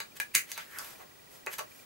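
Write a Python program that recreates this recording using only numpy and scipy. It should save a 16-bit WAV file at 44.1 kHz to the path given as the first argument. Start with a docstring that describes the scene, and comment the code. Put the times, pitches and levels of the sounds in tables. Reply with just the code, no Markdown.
"""At a crafting table in a dry room, a small hand punch bites through card, over soft room tone.
The lever clicks and rings, the die snaps through and springs back, and torn fibres crackle.
The card rubs, scrapes out of the slot and is waved aside; the punch is put down with two knocks.
Struck parts are fading sines; rubbing and scraping are shaped noise.
A small motor makes a few stronger steps, then also ticks steadily; a faint high whistle runs throughout."""
import sys
import numpy as np
from scipy import signal
from scipy.fft import rfft, irfft
from scipy.io import wavfile
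from scipy.ndimage import uniform_filter1d

SR = 44100
rng = np.random.default_rng(int(sys.argv[2]) if len(sys.argv) > 2 else 0)


def transcribe(u):
    """Save the signal u as a 16-bit wav file named by the first command-line argument.

    u: samples, shape (n,) or (channels, n), limited to [-1, 1]; the rate is SR.
    q: integer samples, one column per channel.
    """
    v = np.clip(np.atleast_2d(u).T, -1, 1)
    q = np.round(v * 32767).astype(np.int16)
    wavfile.write(sys.argv[1], SR, q)


N = 81585
T = np.arange(N) / SR  # time of every sample [s]

# Room tone, before it is scaled to rms 1: (frequency [Hz], level [dB])
ROOM_TONE = [(25, -6.5), (60, -2.5), (130, 1.5), (300, 1), (1500, -6.5), (8000, -11.5), (13000, -13),
             (16000, -21)]
ROOM_TONE_DB = -56
# Side part of sound from all around, relative to the middle part: (frequency [Hz], level [dB])
SIDE_SPECTRUM = [(40, -18), (150, -2), (400, 4.5), (2500, 2.5), (8000, -2.5), (13000, -6.5)]

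# Motor resonances, before each tick's chance strength:
# (frequency [Hz], level [dB], swing up and down on alternate ticks [dB])
MOTOR_MODES = [(1936, -60, 1), (2396, -63.5, 2)]
# Stronger motor steps on the upper resonance: (time [s])
STEP_TIMES = [.055, .123, .319, 0.959, 1.003, 1.72, 1.798]
STEP_DB = -54.5
TICK_PERIOD_S, TICK_WIDTH_S, TICKS_FROM_S = 0.0399, 0.0056, 0.37
WHISTLE_HZ, WHISTLE_DB = 15625, -61.5
WHISTLE_FLUTTER_HZ, WHISTLE_FLUTTER = 50, 0.29  # flutter depth is a share of the level

# Colour of the room's echo tail, before its spectrum is levelled out: (frequency [Hz], level [dB])
TAIL_SPECTRUM = [(100, 12.5), (700, 6.5), (2000, 6.5), (8000, 8), (15000, 1.5)]
# Tail settings before levelling; its energy is relative to the direct sound
TAIL_T60_S, TAIL_BUILD_S, TAIL_DB = 0.16, 0.003, -1.5
DIRECT_S, LEFT_DB = 0.0008, 0.5  # delay of the direct sound; left level over right

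# Dull knocks passed to the table: (time [s], level [dB], lowest frequency [Hz], highest frequency [Hz])
KNOCKS = [(.001, -38, 620, 1530), (0.35, -16.5, 80, 221), (.578, -40.5, 764, 1370), (.792, -36, 1010, 1420),
          (1.464, -28.5, 302, 506), (1.469, -32, 587, 2730), (1.592, -30, 830, 1440),
          (1.603, -28.5, 550, 660)]
# Ringing of the table top: (frequency [Hz], level [dB], time to fade by 60 dB [s])
TABLE_MODES = [(149, -32.5, 0.074), (390, -8.5, 0.048), (483, -6, 0.045), (620, -4.5, 0.045),
               (875, -6, 0.045), (1108, -2, 0.029), (1460, 4, 0.012), (1893, 8, 0.012), (2555, 9.5, 0.013)]

# Card rubbing: (peak time [s], rise [s], fall [s], hiss level [dB], flutter level [dB],
# flutter frequency [Hz])
RUBS = [(0.169, 0.011, 0.0063, -49, -51.5, 1930), (0.348, 0.0018, 0.00095, -47, -21.5, 2300),
        (0.517, 0.04, 0.014, -50.5, -53.5, 2260), (.578, 0.02, 0.051, -53, -47, 1820),
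        (0.851, 0.14, 0.099, -49.5, -57.5, 1720), (1.005, 0.023, 0.033, -63.5, -52, 740),
        (1.335, 0.035, 0.063, -57.5, -61.5, 525), (1.54, 0.028, 0.0037, -43, -50.5, 1880),
        (1.589, 0.0074, 0.0087, -40, -37, 1220), (1.788, 0.12, 0.044, -59, -74, 1030)]
# Colour of the card's hiss, before it is scaled to rms 1: (frequency [Hz], level [dB per Hz])
HISS_SPECTRUM = [(150, -52), (500, 1.5), (1500, 4.5), (3500, 0), (7500, 0.5), (10000, -1), (13000, 4),
                 (16000, -11)]
GRAINS_PER_S, GRAIN_SPREAD_DB = 4600, 4
FLUTTER_Q = 0.71  # low value: a broad resonance
# Card drawn out of the slot: (time [s], level [dB], resonance frequency [Hz])
SLIDE_PATH = [(0.669, -62, 1700), (0.756, -48, 1834), (.80, -47, 1255), (.845, -60, 851),
              (0.969, -63, 649.6)]
SLIDE_WIDTH_HZ = 840

# Spring singing: (peak time [s], rise [s], fall [s], level [dB], frequency at the peak time [Hz])
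SPRING_SINGS = [(.01, 0.024, 0.01, -49.5, 3820), (0.545, 0.0091, 0.027, -51, 4030)]
SPRING_WIDTH_HZ, SPRING_SAG_HZ_PER_S = 690, 4300

# Card tearing under the die: (peak time [s], rise [s], fall [s])
CRUNCH_SWELL = (0.3567, 0.012, 0.037)
CRUNCH_PER_S, CRUNCH_HZ, CRUNCH_WIDTH_HZ = 2800, 2320, 1070
CRACKLE_DB, RATTLE_DB = -32, -32.5

# Ringing of the lever as it catches: (frequency [Hz], level [dB], time to fade by 60 dB [s])
LEVER_MODES = [(936, -35.5, 0.026), (1675, -24.5, 0.035), (2400, -23, 0.019)]
LEVER_S = 0.2

# Clicks of the punch: (time [s], crack level [dB], steel level before halving [dB], steel centre [Hz],
# shell level [dB], shell centre [Hz], loss per octave off centre [dB])
CLICKS = [(.002, -25, -31.5, 4230, -27.5, 1370, 5), (.1555, -43, -61, 12000, -55, 1600, 8),
          (0.1695, -34, -54, 12000, -52, 1900, 6), (0.1996, -16.5, -36, 11000, -34.5, 1750, 1.5),
          (.3473, -19.5, -53, 7000, -36, 2020, 20), (0.3500, -3.5, -9, 8900, -15.5, 2070, 16.5),
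          (.359, -13, -38, 8900, -14, 2060, 53), (0.516, -20, -32.5, 6800, -34.5, 2170, 8),
          (0.5765, -25.5, -35, 4000, -28, 1390, 7), (0.7855, -19.5, -18, 5200, -38, 1270, 62),
          (1.4627, -27, -37.5, 6500, -30.5, 1030, 9), (1.5378, -43, -40, 11100, -35, 1620, 9),
          (1.5829, -25, -37, 7000, -44, 1400, 5), (1.591, -29.5, -41.5, 10000, -37.5, 1400, -3.5)]
# Ringing of the steel die and spring: (frequency [Hz], level [dB], time to fade by 60 dB [s])
STEEL_MODES = [(3020, -25, 0.021), (3915, 3.5, 0.017), (4780, 4.5, 0.0081), (5400, -2, 0.0059),
               (6395, 8.5, 0.0073), (7530, 5, 0.0055), (8090, -1, 0.0088), (11100, -5, 0.0036)]
# Ringing of the plastic shell: (frequency [Hz], level [dB], time to fade by 60 dB [s])
SHELL_MODES = [(570, -4, 0.016), (896, -6, 0.048), (1652, -5, 0.021), (1980, -1, 0.013), (2256, 3, 0.009),
               (2930, -4, 0.02)]
CRACK_T60_S = 0.0095  # fade time before levelling
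CRACK_BOTTOM_HZ, CRACK_BRIGHT_HZ, CRACK_TOP_HZ, CRACK_BODY_DB = 1430, 4030, 14600, -11.5

EVEN_HZ = 300  # width of the average used to level out a spectrum
CUTOFF_HZ = 16200


def from_db(db):
    """Turn decibels into a gain."""
    return 10 ** (np.asarray(db) / 20)


def rms_one(x):
    """Scale a sound to an rms level of 1."""
    return x / np.sqrt(np.mean(x ** 2) + 1e-20)


def pan(db):
    """Give left and right gains that differ by this many decibels."""
    return from_db(np.array([[db], [-db]]) / 2)


def colour(x, points):
    """Make some pitches of a noise louder or softer, following a spectrum table."""
    hz, db = np.transpose(points)
    f = np.maximum(np.arange(N // 2 + 1) * SR / N, 1)
    gain = from_db(np.interp(np.log(f), np.log(hz), db))
    return irfft(rfft(x) * gain, N)


def cut(x, hz, kind, order=2):
    """Keep the part below ("low") or above ("high") a frequency."""
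    return signal.sosfilt(signal.butter(order, hz, kind, fs=SR, output="sos"), x)


def resonate(x, hz, width_hz):
    """Pass a sound twice through one resonance for steep sides; rms 1."""
    b, a = signal.iirpeak(hz, hz / width_hz, SR)
    once = signal.lfilter(b, a, x)
    return rms_one(signal.lfilter(b, a, once))


def gliding(hz, width_hz):
    """Make a noise band whose centre follows a pitch curve; rms 1."""
    a, b = cut(rng.standard_normal((2, N)), width_hz / 2, "low")
    phase = 2 * np.pi * np.cumsum(hz) / SR
    return rms_one(a * np.cos(phase) + b * np.sin(phase))


def ring(modes):
    """A struck body sounds as a sum of fading sines, here a quarter second long."""
    t = T[:SR // 4]
    out = np.zeros(len(t))
    for k, (hz, db, t60) in enumerate(modes):
        sign = (-1) ** k  # neighbouring modes start in opposite directions
        fade = 1000.0 ** (-t / t60)
        out += sign * from_db(db) * fade * np.sin(2 * np.pi * hz * t)
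    return out


def struck(modes, centre_hz, focus_db):
    """A contact favours modes near its centre pitch; a negative focus favours those far from it."""
    focused = [(hz, db - focus_db * abs(np.log2(hz / centre_hz)), t60) for hz, db, t60 in modes]
    return ring(focused)


def add(out, s, x):
    """Mix a sound in at a time in seconds."""
    i = int(s * SR)
    out[i:i + len(x)] += x[:N - i]


def swell(s, rise, fall):
    """A rounded rise to a peak, then a rounded fall."""
    return np.exp(-((T - s) / np.where(T < s, rise, fall)) ** 2)


def even(x):
    """Level out broad humps in a short noise's spectrum, keep its energy, return half a second."""
    spectrum = rfft(x, N)
    local = uniform_filter1d(np.abs(spectrum) ** 2, int(EVEN_HZ * N / SR), axis=-1)
    gain = np.sqrt(np.mean(local) / (np.abs(local) + 1e-12))
    return irfft(spectrum * gain, N)[..., :SR // 2]


def diffuse(spectrum):
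    """Stereo noise from all sides: the side part has opposite signs left and right; rms 1."""
    mid, side = rng.standard_normal((2, N))
    stereo = mid + colour(side, SIDE_SPECTRUM) * np.array([[1], [-1]])
    return rms_one(colour(stereo, spectrum))


def grains(per_s=GRAINS_PER_S, spread_db=GRAIN_SPREAD_DB):
    """Paper fibres catch and slip as tiny pulses of random time, size and direction."""
    size_db = spread_db * np.minimum(rng.exponential(1, N), 4)
    sizes = from_db(size_db) * rng.choice([-1, 1], N)
    return sizes * (rng.random(N) < per_s / SR)


def room_tone():
    """The quiet room is a steady, soft noise from all sides."""
    return from_db(ROOM_TONE_DB) * diffuse(ROOM_TONE)


def whistle():
    """A faint high sine whose level flutters quickly."""
    flutter = 1 + WHISTLE_FLUTTER * np.sin(2 * np.pi * WHISTLE_FLUTTER_HZ * T)
    return from_db(WHISTLE_DB) * flutter * np.sin(2 * np.pi * WHISTLE_HZ * T)


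def motor():
    """A small motor's regular ticks sound two resonances; stronger steps sound the upper one."""
    nearest = np.round(T / TICK_PERIOD_S).astype(int)  # number of the nearest tick
    tick = np.exp(-((T - nearest * TICK_PERIOD_S) / TICK_WIDTH_S) ** 2) * (T > TICKS_FROM_S)
    out = np.zeros(N)
    for hz, db, swing_db in MOTOR_MODES:
        # each tick has its own strength [dB] and phase [turns]
        strength_db, phase = rng.uniform(-0.93, 1, (2, N))[:, nearest]
        level = from_db(db + swing_db * (-1) ** nearest + strength_db)
        out += level * tick * np.sin(2 * np.pi * (hz * T + phase))
    steps = sum(np.exp(-((T - s) / TICK_WIDTH_S) ** 2) for s in STEP_TIMES)
    return out + from_db(STEP_DB) * steps * np.sin(2 * np.pi * MOTOR_MODES[-1][0] * T)


def room(x):
    """The room adds a short tail of fading noise from all sides to the direct sound."""
    envelope = from_db(-60 * T / TAIL_T60_S) * (1 - np.exp(-T / TAIL_BUILD_S))
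    response = diffuse(TAIL_SPECTRUM) * envelope
    response *= from_db(TAIL_DB) / np.sqrt(np.sum(response ** 2) / 2)
    response[:, int(DIRECT_S * SR)] += 1  # the direct sound
    return pan(LEFT_DB) * signal.fftconvolve(x[None], even(response), axes=1)[:, :N]


def table():
    """Knocks ring the table top; place and softness of the contact decide which pitches answer."""
    out, top = np.zeros(N), ring(TABLE_MODES)
    for s, db, low_hz, high_hz in KNOCKS:
        knock = cut(cut(top, high_hz, "low", order=4), low_hz, "high", order=4)
        add(out, s, from_db(db) * knock)
    return out


def card():
    """Rubbed card hisses with fine grains; similar grains shake the sheet in a broad resonance."""
    hiss = rms_one(colour(grains(), HISS_SPECTRUM))
    shake = grains()
    out = np.zeros(N)
    for s, rise, fall, hiss_db, flutter_db, hz in RUBS:
        flutter = resonate(shake, hz, hz / FLUTTER_Q)
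        out += swell(s, rise, fall) * (from_db(hiss_db) * hiss + from_db(flutter_db) * flutter)
    return out


def slide():
    """The scrape rises slightly, then sinks in pitch as more of the card comes free of the slot."""
    s, db, hz = np.transpose(SLIDE_PATH)
    level = from_db(np.interp(T, s, db, left=-np.inf, right=-np.inf))  # silent outside the path
    return level * gliding(np.interp(T, s, hz), SLIDE_WIDTH_HZ)


def spring():
    """The rubbed spring gives thin, rough notes that sag in pitch as it relaxes."""
    out = np.zeros(N)
    for s, rise, fall, db, hz in SPRING_SINGS:
        note = gliding(hz - SPRING_SAG_HZ_PER_S * (T - s), SPRING_WIDTH_HZ)
        out += from_db(db) * swell(s, rise, fall) * note
    return out


def crunch():
    """Behind the snap the last fibres tear: bright crackles that rattle the shell."""
    snaps = grains(per_s=CRUNCH_PER_S)
    crackle = rms_one(cut(snaps, CRUNCH_HZ, "high"))
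    rattle = resonate(snaps, CRUNCH_HZ, CRUNCH_WIDTH_HZ)
    return swell(*CRUNCH_SWELL) * (from_db(CRACKLE_DB) * crackle + from_db(RATTLE_DB) * rattle)


def lever():
    """The lever takes up its play and rings at a few pitches."""
    out = np.zeros(N)
    add(out, LEVER_S, ring(LEVER_MODES))
    return out


def crack():
    """A hard contact gives a very short noise burst, mostly bright with a weaker body."""
    burst = even(rng.choice([-1, 1], N) * from_db(-60 * T / CRACK_T60_S) / 2)
    burst = cut(cut(burst, CRACK_TOP_HZ, "low"), CRACK_BOTTOM_HZ, "high", order=4)
    bright = cut(burst, CRACK_BRIGHT_HZ, "high", order=1)
    return bright + from_db(CRACK_BODY_DB) * burst


def punch():
    """Each click joins a crack, a ring of the steel and a hollow clack of the plastic shell."""
    out = np.zeros(N)
    for s, crack_db, steel_db, steel_hz, shell_db, shell_hz, focus_db in CLICKS:
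        steel = struck(STEEL_MODES, steel_hz, focus_db) / 2
        shell = struck(SHELL_MODES, shell_hz, focus_db)
        add(out, s, from_db(crack_db) * crack())
        add(out, s, from_db(steel_db) * steel + from_db(shell_db) * shell)
    return out


def scene():
    """Punch, card and table sound in the room; room tone, whistle and motor are added directly."""
    background = room_tone() + whistle() + motor()
    handling = table() + card() + slide() + spring() + crunch() + lever() + punch()
    return background + room(handling)


def record(dry):
    """Remove the highest treble with a steep low-pass."""
    return signal.sosfilt(signal.ellip(10, 0.1, 80, CUTOFF_HZ, fs=SR, output="sos"), dry)


dry = scene()
out = record(dry)
transcribe(out)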